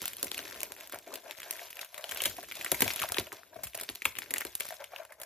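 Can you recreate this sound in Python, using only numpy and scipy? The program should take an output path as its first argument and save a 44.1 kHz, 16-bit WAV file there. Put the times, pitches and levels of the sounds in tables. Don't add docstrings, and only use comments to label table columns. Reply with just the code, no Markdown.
import sys
import numpy as np
from scipy import signal
from scipy.io import wavfile
from scipy.ndimage import uniform_filter1d

SR = 44100
rng = np.random.default_rng(int(sys.argv[2]) if len(sys.argv) > 2 else 0)


def persist_wave(psi):
    counts = np.round(np.clip(psi, -1, 1) * 32767).astype(np.int16)
    wavfile.write(sys.argv[1], SR, np.atleast_2d(counts).T)


N = 231694

# t/s, relative ring peak/dB, ring f/Hz, relative tick level/dB, burst time scale/ms
CREASES = [(0.018, -58, 3660, -21.5, 0.45), (0.028, -53, 3420, -28, 1.4), (0.0561, -25, 2540, -20.5, 1.6),
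           (0.0792, -50, 3500, -19, 1.44), (0.1324, -38, 2460, -31.5, 2.4), (0.168, -43, 3620, -30.5, 1.24),
           (0.1967, -41, 2800, -33, 1.2), (0.229, -33, 2600, -15, 1.16), (0.2446, -52, 2860, -23.5, 1.2),
           (0.268, -33, 2500, -33, 3.1), (0.3161, -16, 3480, -23.5, 0.71), (0.335, -44, 2600, -44, 0.81),
           (0.3443, -26, 3510, -31, 2.1), (0.373, -36, 2620, -33, 0.78), (0.3784, -26.5, 2470, -25.5, 1.35),
           (0.3905, -21.5, 3320, -44, 1.1), (0.428, -39, 2000, -41, 0.8), (0.437, -37, 3500, -46, 1.5),
           (0.4545, -33, 1730, -43, 1.8), (0.4716, -33.5, 1850, -48, 0.94), (0.4894, -37, 2110, -42, 0.89),
           (0.51, -36.5, 1800, -33, 1.2), (0.5222, -33, 1710, -41, 0.76), (0.5437, -33, 3070, -42, 1.5),
           (0.5601, -35, 1550, -43, 1.2), (0.576, -41, 2800, -44, 1.4), (0.5884, -39, 2200, -43, 0.91),
           (0.6046, -33, 2600, -28, 1.1), (0.6148, -38, 1120, -31, 2.1), (0.6318, -24.5, 2520, -16.5, 0.78),
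           (0.7207, -46, 2900, -26.5, 0.6), (0.765, -37, 2190, -37, 0.77), (0.8083, -33, 2460, -34, 1.4),
           (0.8732, -57, 2480, -33.5, 1.35), (0.896, -42.5, 1970, -38.5, 2.3),
           (0.9222, -36, 1610, -31, 2.7), (0.932, -34.5, 2660, -44, 0.89), (0.944, -33.5, 1550, -30, 2),
           (0.9876, -51, 4100, -33.5, 1.16), (1.117, -40, 1180, -55, 3.5), (1.138, -37.5, 3700, -30, 4.8),
           (1.1555, -30.5, 3530, -32, 2.7), (1.296, -36, 2380, -45, 1.6), (1.31, -23.5, 2650, -29.5, 0.77),
           (1.35, -38, 1800, -50, 0.6), (1.386, -38, 2480, -37, 0.84), (1.4019, -39, 2040, -33, 1.45),
           (1.418, -35.5, 2630, -35, 1.4), (1.431, -29, 2580, -29.5, 0.63), (1.509, -29.5, 2340, -19, 1.27),
           (1.5262, -36, 2100, -33, 1.7), (1.555, -37.5, 1700, -49, 1.9), (1.593, -30, 2200, -41, 2.3),
           (1.7036, -50, 2320, -36, 4.8), (1.729, -33.5, 2440, -34, 1.2), (1.769, -35, 2270, -35, 1.97),
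           (1.792, -26, 2250, -32, 1.3), (1.8117, -30.5, 3900, -33.5, 5.3), (1.8304, -30, 2020, -49, 1.4),
           (1.847, -35, 2420, -31.5, 1.26), (1.943, -29, 2550, -34, 2.2), (1.978, -32.5, 1860, -30, 3.8),
           (2.041, -22, 2870, -35, 1.9), (2.092, -26.5, 3320, -34, 2.6), (2.111, -26, 2570, -28, 4.5),
           (2.1196, -22, 2220, -26, 1.8), (2.1473, -49, 2670, -25.5, 1.1), (2.16, -26.5, 2130, -42, 2.05),
           (2.172, -29.5, 2230, -26, 2.1), (2.2034, -21.5, 2560, -42, 2.4), (2.219, -49, 3270, -17.5, 1.56),
           (2.237, -26, 2800, -20, 2.5), (2.2514, -22, 2490, -27, 1), (2.2548, -16.5, 3300, -15, 4),
           (2.279, -33, 2190, -34, 1.2), (2.297, -43, 2340, -27.5, 2), (2.3668, -33.5, 2600, -34, 1.2),
           (2.38, -35, 2130, -41, 4.1), (2.4287, -37.5, 1560, -35.5, 2.5), (2.4374, -53, 2500, -30, 0.54),
           (2.486, -36, 1720, -39, 2), (2.513, -26.5, 2250, -33, 1.25), (2.521, -26, 2400, -28, 1.1),
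           (2.554, -52, 2500, -30.5, 1.1), (2.611, -26.5, 2400, -32, 2.4), (2.6456, -34, 1590, -23.5, 2.8),
           (2.6618, -22, 1830, -54, 3.6), (2.7168, -17, 1530, -13, 2.84), (2.744, -23.5, 2150, -25, 3.6),
           (2.806, -23, 2030, -17.5, 2.2), (2.8199, -10.5, 2110, -9.5, 2.35),
           (2.8786, -16, 2320, -23, 1.34), (2.894, -49, 4000, -28, 1.8), (2.904, -18, 2340, -26.5, 0.86),
           (2.921, -50, 2530, -44, 0.86), (2.9355, -37, 2570, -24.5, 1.6), (2.9606, -27, 3040, -18, 0.78),
           (2.967, -27, 2300, -42, 0.44), (2.9812, -25, 2130, -40, 0.97), (2.9925, -24, 3200, -33, 0.5),
           (2.9962, -23, 2550, -26, 0.44), (3.0003, -26, 1830, -20.5, 0.57), (3.0171, -22.5, 2470, -24, 3),
           (3.0222, -22.5, 1085, -21.5, 1.2), (3.0313, -17.5, 2440, -28, 0.2),
           (3.0374, -22.5, 1020, -23, 0.71), (3.089, -37, 1490, -25.5, 1.1), (3.098, -29, 1600, -49, 0.73),
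           (3.1201, -26.5, 1150, -19.5, 1.74), (3.1443, -19, 3400, -30, 0.68),
           (3.168, -24, 3300, -25, 0.88), (3.1709, -20, 1840, -32, 1.04), (3.184, -11, 2860, -21, 0.48),
           (3.1966, -26, 3700, -26, 2.2), (3.21, -44, 3000, -43, 1), (3.2684, -36.5, 2530, -39, 2.9),
           (3.32, -28, 1740, -48, 0.37), (3.325, -36, 1074, -35, 4.3), (3.433, -37, 1400, -62, 0.24),
           (3.6336, -34.5, 2250, -26.5, 7.6), (3.669, -36, 2630, -32, 4.1), (3.7342, -38, 2580, -44, 0.83),
           (3.746, -34, 2040, -30, 2.4), (3.7514, -27.5, 4760, -23, 1.24), (3.7751, -38, 2860, -27.5, 1.05),
           (3.787, -32.5, 2920, -57, 3.3), (3.799, -34, 2290, -27, 1), (3.811, -34, 3560, -24, 2.1),
           (3.833, -36, 2310, -31, 3.6), (3.8898, -19, 3040, -31, 1.58), (3.8988, -44, 1770, -26.5, 1.7),
           (3.951, -36, 3340, -32.5, 1.35), (3.9562, -29, 3480, -26.5, 0.71), (4.02, -23, 2220, -34, 1.13),
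           (4.046, -55, 1950, -35, 2.1), (4.0535, -10.5, 2260, -17.5, 2.58),
           (4.0555, -21.5, 1110, -26, 1.9), (4.153, -28.5, 2530, -37, 1.5), (4.1622, -33, 2620, -45, 2.9),
           (4.168, -29.5, 2740, -45, 3.2), (4.186, -30, 2440, -22, 2.87), (4.2198, -24.5, 1930, -44, 1.1),
           (4.232, -31.5, 2250, -52, 0.98), (4.26, -35, 1840, -52, 1.6), (4.3064, -30, 2150, -26.5, 3.3),
           (4.3389, -25.5, 1940, -14.5, 1.05), (4.3454, -28.5, 1740, -40, 0.93),
           (4.3602, -23.5, 1960, -29, 2.2), (4.3676, -28, 2140, -32, 1.9), (4.382, -33, 2370, -21.5, 1.54),
           (4.4046, -35, 2340, -32, 1.6), (4.4079, -29, 2180, -24.5, 2), (4.4155, -23.5, 2140, -41, 4.3),
           (4.45, -31.5, 1575, -27, 1.97), (4.468, -31, 3570, -34, 1.4), (4.5523, -54, 3330, -21, 1.38),
           (4.6, -37, 1950, -26, 2.2), (4.606, -18, 2300, -18, 1.02), (4.619, -32, 2220, -36, 0.65),
           (4.654, -36, 1500, -31, 0.29), (4.667, -49, 2000, -31, 1.3), (4.688, -51, 2300, -26.5, 0.7),
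           (4.706, -29.5, 1810, -34.5, 1.43), (4.741, -46, 2260, -37, 1.5),
           (4.8412, -30.5, 3030, -33.5, 2.2), (4.962, -26.5, 2160, -39, 0.72),
           (4.9793, -54, 1900, -52, 1.2), (5.0507, -40.5, 1560, -34.5, 1.04),
           (5.1208, -38.5, 1800, -42, 4.5), (5.2, -52, 1790, -34, 1.9), (5.215, -52, 1620, -29, 3.3),
           (5.2334, -45, 1590, -32, 1.8)]
# t/s, relative fine crackle/dB, relative weight of the hands on the box/dB
HANDLING = [(0.0, -43, -55), (0.47, -49.5, -49), (0.75, -50, -53.5), (1.17, -55, -62.5), (1.67, -46, -57),
            (1.78, -53, -67), (2.0, -53.5, -66), (2.22, -42, -50.5), (2.51, -45.5, -51.5), (2.69, -45, -59),
            (2.88, -37.5, -57), (3.04, -51.5, -57), (3.35, -54, -58), (3.61, -57.5, -57), (3.8, -48.5, -75),
            (3.93, -54, -62.5), (4.34, -57.5, -52.5), (4.56, -49.5, -62), (4.66, -48.5, -56.5),
            (5.25, -64.5, -62)]
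# f/Hz, decay width/Hz, relative level/dB
POCKET_MODES = [(677.4, 125, 7), (955, 380, 4), (1606, 460, 2.5), (2250, 420, -2)]
POCKET_LOW_HZ = 424


def gain_of(db):
    return 10 ** (np.asarray(db) / 20)


def evened(x):
    return x / np.sqrt(np.mean(x ** 2) + 1e-20)


def read(points, hz):
    f, value = np.transpose(points)
    return np.interp(np.log(hz + 1), np.log(f + 1), value)


def add(mix, start_s, sound):
    part = mix[round(start_s * SR):][:len(sound)]
    part += sound[:len(part)]


def colour(x, points):
    level_db = np.maximum(read(points, abs(np.fft.fftfreq(4096, 1 / SR))), -100)
    log_gain = np.log(gain_of(level_db))
    taps = np.fft.ifft(np.exp(np.conj(signal.hilbert(log_gain)))).real[:2048]
    return signal.oaconvolve(x, taps / np.linalg.norm(taps))[:len(x)]


def body(x, modes):
    t = np.arange(8192) / SR
    taps = np.zeros(len(t))
    for hz, width_hz, db in modes:
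        envelope = width_hz ** 1.5 * t * np.exp(-np.pi * width_hz * t)
        taps += gain_of(db) * envelope * np.cos(2 * np.pi * hz * t)
    return signal.oaconvolve(x, taps / np.linalg.norm(taps))[:len(x)]


def light(x, low_hz):
    return signal.sosfilt(signal.butter(3, low_hz, "high", fs=SR, output="sos"), x)


def slips(per_s, spread_db):
    size = gain_of(spread_db * np.minimum(rng.exponential(1, N), 4))
    size = size * rng.choice([-1., 1.], N)
    return size * (rng.random(N) < per_s / SR)


def follow(points, column):
    rows = np.transpose(points)
    return gain_of(np.interp(np.arange(N) / SR, rows[0], rows[column]))


def swells(events, column, rise_s, fall_s):
    t, out = np.arange(SR // 4) / SR, np.zeros(N)
    shape = np.minimum(t / rise_s, 1) * np.exp(-np.maximum(t - rise_s, 0) / fall_s)
    for row in events:
        add(out, row[0], gain_of(row[column]) * shape)
    return out


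def room(x):
    # f/Hz, T60/s
    decay = [(100, 0.24), (600, 0.26), (2500, 0.25), (12000, 0.3)]
    taps = np.zeros(SR // 2)
    at = np.arange(160, SR // 2 - 20, 20)
    taps[at + rng.integers(0, 20, len(at))] = rng.choice([-1., 1.], len(at))
    hz, t, z = signal.stft(taps, SR, nperseg=256)
    fade = gain_of(-60 * t / read(decay, hz)[:, None])
    tail = signal.istft(z * fade, SR, nperseg=256)[1]
    return signal.fftconvolve(x, tail / np.linalg.norm(tail))[:N]


def ports(x):
    # f/Hz, phase lead of the left port/rad
    lead = [(0, 0), (1980, 0), (2580, .5), (5250, .8), (5600, -.7), (6800, -1.1), (7580, -2.6),
            (9650, -3.7), (12800, -6), (16500, -6.4)]
    # f/Hz, likeness of the ports (0 to 1)
    likeness = [(30, .93), (125, .9), (500, .78), (1500, .9), (3500, .72), (4500, .5), (6000, .35),
                (7500, .87), (11400, .8), (14000, .95)]
    # f/Hz, left minus right level/dB
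    balance = [(60, 1), (125, .5), (300, 3), (700, 4.5), (1300, 2), (4400, 2.5), (8000, .3), (15000, 0)]
    hz, t, z = signal.stft(x, SR, nperseg=512, noverlap=384)
    noise = rng.standard_normal((2,) + z.shape)
    a, b = uniform_filter1d(uniform_filter1d(noise, size=25, axis=1), size=5, axis=2)
    unlike = np.exp(1j * np.arctan2(a, b))
    like = np.clip(read(likeness, hz), 0, 1)[:, None]
    half = (np.exp(.5j * read(lead, hz)) * gain_of(.5 * read(balance, hz)))[:, None]
    left = half + 0 * z
    right = (like + np.sqrt(1 - like ** 2) * unlike) / half
    return signal.istft(z * np.array([left, right]), SR, nperseg=512, noverlap=384)[1][:, :N]


def walls(x):
    # f/Hz, decay width/Hz, relative level/dB
    wall_modes = [(222, 18.5, -4.5), (343, 350, 13), (942, 160, 0.5)]
    # t/s, f below which the walls hardly flex/Hz
    bracing = [(0.1, 200), (0.9, 260), (1.1, 234), (1.35, 332), (1.95, 460), (2.3, 235), (3.5, 231),
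               (4.4, 217), (4.7, 480)]
    hz, t, z = signal.stft(body(x, wall_modes), SR, nperseg=1024)
    low_hz = np.interp(t, *np.transpose(bracing))
    flexing = z / np.sqrt(1 + (low_hz / (hz[:, None] + 1)) ** 8)
    return signal.istft(flexing, SR, nperseg=1024)[1][:N]


def strokes():
    # start/s, length/s, relative rub/dB, relative drag on the walls/dB
    rubs = [(0.008, 0.12, -52, -69), (0.172, 0.13, -53, -56), (0.324, 0.37, -51.5, -48.5),
            (0.691, 0.056, -40.5, -46), (0.766, 0.13, -50.5, -78), (0.916, 0.083, -43, -45),
            (1.058, 0.16, -50.5, -39), (1.225, 0.12, -47, -45), (1.358, 0.068, -50.5, -79),
            (1.425, 0.28, -48, -47), (1.741, 0.13, -48.5, -52), (1.916, 0.44, -48, -70),
            (2.488, 0.022, -41, -62), (2.543, 0.69, -48, -54), (3.248, 0.052, -53, -68),
            (3.303, 0.13, -52.5, -57), (3.533, 0.17, -57, -66), (3.74, 0.061, -49, -44),
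            (3.804, 0.052, -42.5, -61), (3.881, 0.031, -41, -48), (4.06, 0.053, -47, -60),
            (4.19, 0.061, -50, -48), (4.276, 0.16, -51, -50), (4.442, 0.08, -52, -65),
            (4.588, 0.21, -56, -78), (4.789, 0.065, -36, -76), (4.905, 0.17, -46.5, -81),
            (5.089, 0.047, -41, -70), (5.175, 0.087, -48.5, -88)]
    rise_s, fall_s = 0.015, 0.05
    rub, drag, moving = np.zeros((3, N))
    for start_s, length_s, rub_db, drag_db in rubs:
        t = np.arange(0, max(length_s, .01), 1 / SR)
        shape = np.clip(np.minimum(t / rise_s, (t[-1] - t) / fall_s), 0, 1)
        add(rub, start_s, gain_of(rub_db) * shape)
        add(drag, start_s, gain_of(drag_db) * shape)
        add(moving, start_s, shape)
    return rub, drag, np.minimum(moving, 1)


def box():
    # t/s, relative flexing of the walls/dB, relative thump on the table/dB
    pushes = [(0.017, -38, -56), (0.232, -39, -76), (0.25, -45, -64), (0.389, -50, -80),
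              (0.932, -47, -67.5), (2.121, -39.5, -67), (2.174, -47, -81), (2.258, -35, -47.5),
              (2.382, -41, -90), (2.589, -47, -60), (2.663, -39.5, -82), (2.716, -24, -45),
              (2.819, -18, -35.5), (2.848, -37, -46), (3.007, -49, -48), (3.096, -47, -56),
              (3.18, -27, -42), (3.324, -40, -62), (3.56, -41.5, -51), (3.649, -71, -56), (3.746, -57, -64),
              (3.819, -43, -62), (3.894, -38.5, -53), (4.054, -44, -53.5), (4.079, -53, -71),
              (4.162, -51, -67), (4.307, -34, -84), (4.449, -34, -57), (4.602, -36, -88)]
    # f/Hz, decay width/Hz, relative level/dB
    table_modes = [(64, 30, 7), (91.3, 80, 16.5), (143, 134, 8)]
    pitch_shares = [0.905, 0.97, 1.035]
    press_rise_s, wall_fall_s, table_fall_s = 0.0045, 0.0074, 0.019

    rub_gain, drag, _ = strokes()
    skin = gain_of(-68.5) + gain_of(-7.0) * rub_gain
    grains = skin * evened(slips(per_s=2500, spread_db=4.5))
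    drift = uniform_filter1d(rng.standard_normal((len(pitch_shares), N)), size=600)
    spot = np.argmax(drift, axis=0)
    rub = np.zeros(N)
    for k, share in enumerate(pitch_shares):
        modes = [(hz * share, width_hz, db) for hz, width_hz, db in POCKET_MODES]
        rub += body(grains * (spot == k), modes)

    weight = follow(HANDLING, column=2)
    wall_press = swells(pushes, column=1, rise_s=press_rise_s, fall_s=wall_fall_s)
    strain = gain_of(-10) * weight + gain_of(-16.5) * drag + gain_of(-6.5) * wall_press
    flex = walls(strain * evened(slips(per_s=1500, spread_db=1.0)))

    table_press = swells(pushes, column=2, rise_s=press_rise_s, fall_s=table_fall_s)
    load = gain_of(-18) * weight + gain_of(3.5) * table_press
    thump = body(load * evened(slips(per_s=1500, spread_db=1.5)), table_modes)
    return light(rub, POCKET_LOW_HZ) + flex + thump


def crackle():
    # f/Hz, relative level/dB
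    spectrum = [(300, -61), (1000, -8), (2300, 0), (3500, 1), (4500, -1), (7500, 0), (9000, -3),
                (12300, 2.5), (15200, -11.5), (16500, -115)]
    t, puffs = np.arange(256) / SR, np.zeros(N)
    for hz in np.geomspace(1200, 13000, 24):
        burst = rng.standard_normal(256) * np.exp(-t / 0.0015)
        tint = np.convolve(burst, np.exp(-2.5 * hz * t) * np.cos(2 * np.pi * hz * t))
        puffs += signal.oaconvolve(slips(per_s=11, spread_db=3.0), evened(tint))[:N]
    film = evened(puffs) + gain_of(1.0) * rng.standard_normal(N)
    moving = strokes()[2]
    handled = gain_of(-1.5 - 7 * (1 - moving)) * follow(HANDLING, column=1)
    stirred = gain_of(-29) * swells(CREASES, column=1, rise_s=0.0015, fall_s=0.02)
    return (handled + stirred) * evened(colour(film, spectrum))


def pats():
    slaps = [(0.234, -41, 538, 5.3), (0.398, -42, 680, 6), (0.534, -42.5, 524, 9.6),
             (0.635, -36.5, 593, 3.7), (0.938, -35.5, 580, 3.6), (0.959, -42, 690, 6.7),
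             (1.077, -40, 627, 6), (1.133, -33.5, 576, 1.6), (1.175, -38.5, 630, 6), (1.26, -43.5, 586, 5),
             (1.3, -37.5, 582, 9.7), (1.463, -42, 627, 6.9), (1.618, -37, 630, 3.3), (1.996, -38, 635, 6),
             (2.046, -36.5, 672, 6), (2.176, -41, 590, 8), (2.223, -33, 510, 2.1), (2.263, -35, 581, 8),
             (2.387, -34, 710, 4.75), (2.433, -42.5, 578, 4.4), (2.722, -23, 648, 4.36),
             (2.827, -35, 523, 9), (2.864, -29, 680, 4.9), (2.885, -31.5, 683, 5), (3.046, -28, 636, 3.1),
             (3.127, -36, 677, 4.6), (3.189, -41, 474, 8), (3.207, -36, 685, 2.8), (3.274, -44, 624, 6.1),
             (3.535, -43, 630, 13), (3.563, -38.5, 660, 8.13), (3.592, -39.5, 632, 8),
             (3.638, -40.5, 716, 2.5), (3.75, -39, 670, 3.8), (3.779, -36.5, 650, 2.2),
             (4.061, -37, 538, 8), (4.37, -40.5, 854, 4), (4.456, -49, 440, 7), (4.708, -38, 680, 2.5),
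             (4.726, -36, 692, 13.6), (4.821, -41, 570, 21), (4.937, -35, 686, 6), (5.003, -37.5, 640, 8.8),
             (5.018, -42, 624, 8.5), (5.221, -41, 670, 3.2)]
    tone, scuff = np.zeros((2, N))
    t = np.arange(2048) / SR
    chance = rng.standard_normal((len(slaps), 2))
    for (top_s, db, hz, rise_ms), (glide, phase) in zip(slaps, chance):
        rise_s = np.clip(rise_ms, 2, 25) / 1000
        swell = np.sin(np.pi / 2 * t / rise_s) ** 2
        with np.errstate(invalid="ignore"):
            fall = np.exp(-((t - rise_s) / 0.0027) ** 0.72)
        shape = gain_of(db) * np.where(t < rise_s, swell, fall)
        cycle = np.sin(2 * np.pi * hz * t * (1 + 0.1 * glide * t) + 6 * phase)
        add(tone, top_s - rise_s, shape * cycle)
        add(scuff, top_s - rise_s, shape)
    rough = body(scuff * rng.standard_normal(N), POCKET_MODES)
    return light(gain_of(-1.5) * tone + gain_of(-6.0) * rough, POCKET_LOW_HZ)


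def snaps():
    # f/Hz, relative level/dB
    tick_spectrum = [(1500, -5.5), (3000, -1.5), (6000, -4), (7500, 4.5), (9000, 5.5), (12300, 3),
                     (15200, -5.5), (16500, -37)]
    build = 0.35
    buckle = 2.8
    ring_width = 0.79
    flutter, wander_rad, ragged = 0.24, 0.14, 0.97

    ticks, rings, knocks = np.zeros((3, N))
    t = np.arange(2048) / SR
    noise = rng.standard_normal((len(CREASES), 2, 2048))
    for (start_s, ring_db, hz, tick_db, burst_ms), (a, b) in zip(CREASES, noise):
        u = t * 1000 / np.clip(burst_ms, .3, 8)
        jump = buckle * signal.unit_impulse(len(t), idx=int(np.argmax(u > build)))
        rise = np.minimum(u / build, 1) ** 1.05
        rustle = 0.091 * np.exp(-t / 0.0035)

        wobble = np.cos(2 * np.pi * hz * t + wander_rad * np.cumsum(b))
        drive = ragged * b + flutter * wobble + 2 * jump
        burst = rise * (np.exp(-u ** 0.88) * drive + rustle * a)
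        mode = t * np.exp(-np.pi * ring_width * hz * t) * np.cos(2 * np.pi * hz * t)
        ring = np.convolve(burst, mode[:256])
        add(rings, start_s, gain_of(ring_db) * ring / abs(ring).max())

        spiky = a * abs(b) + jump
        tick_shape = rise * (np.exp(-(u / 0.85) ** 0.71) + 0.47 * rustle)
        add(ticks, start_s, gain_of(tick_db) * tick_shape * spiky)
        add(knocks, start_s + 0.00265, gain_of(ring_db - 6.5) * signal.unit_impulse(4))
    thin = signal.butter(2, 600, "high", fs=SR, output="sos")
    return signal.sosfilt(thin, rings) + colour(ticks, tick_spectrum) + walls(knocks)


def scene():
    near = snaps() + pats() + crackle() + box()
    return ports(near + gain_of(-13) * room(near))


def record(dry):
    mic_low_hz, edge_hz = 62, 16700
    lean = signal.sosfilt(signal.butter(3, mic_low_hz, "high", fs=SR, output="sos"), dry)
    band = signal.firwin(511, edge_hz, window=("kaiser", 9), fs=SR)
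    return signal.oaconvolve(lean, band[None], "same")


dry = scene()
out = record(dry)
persist_wave(out)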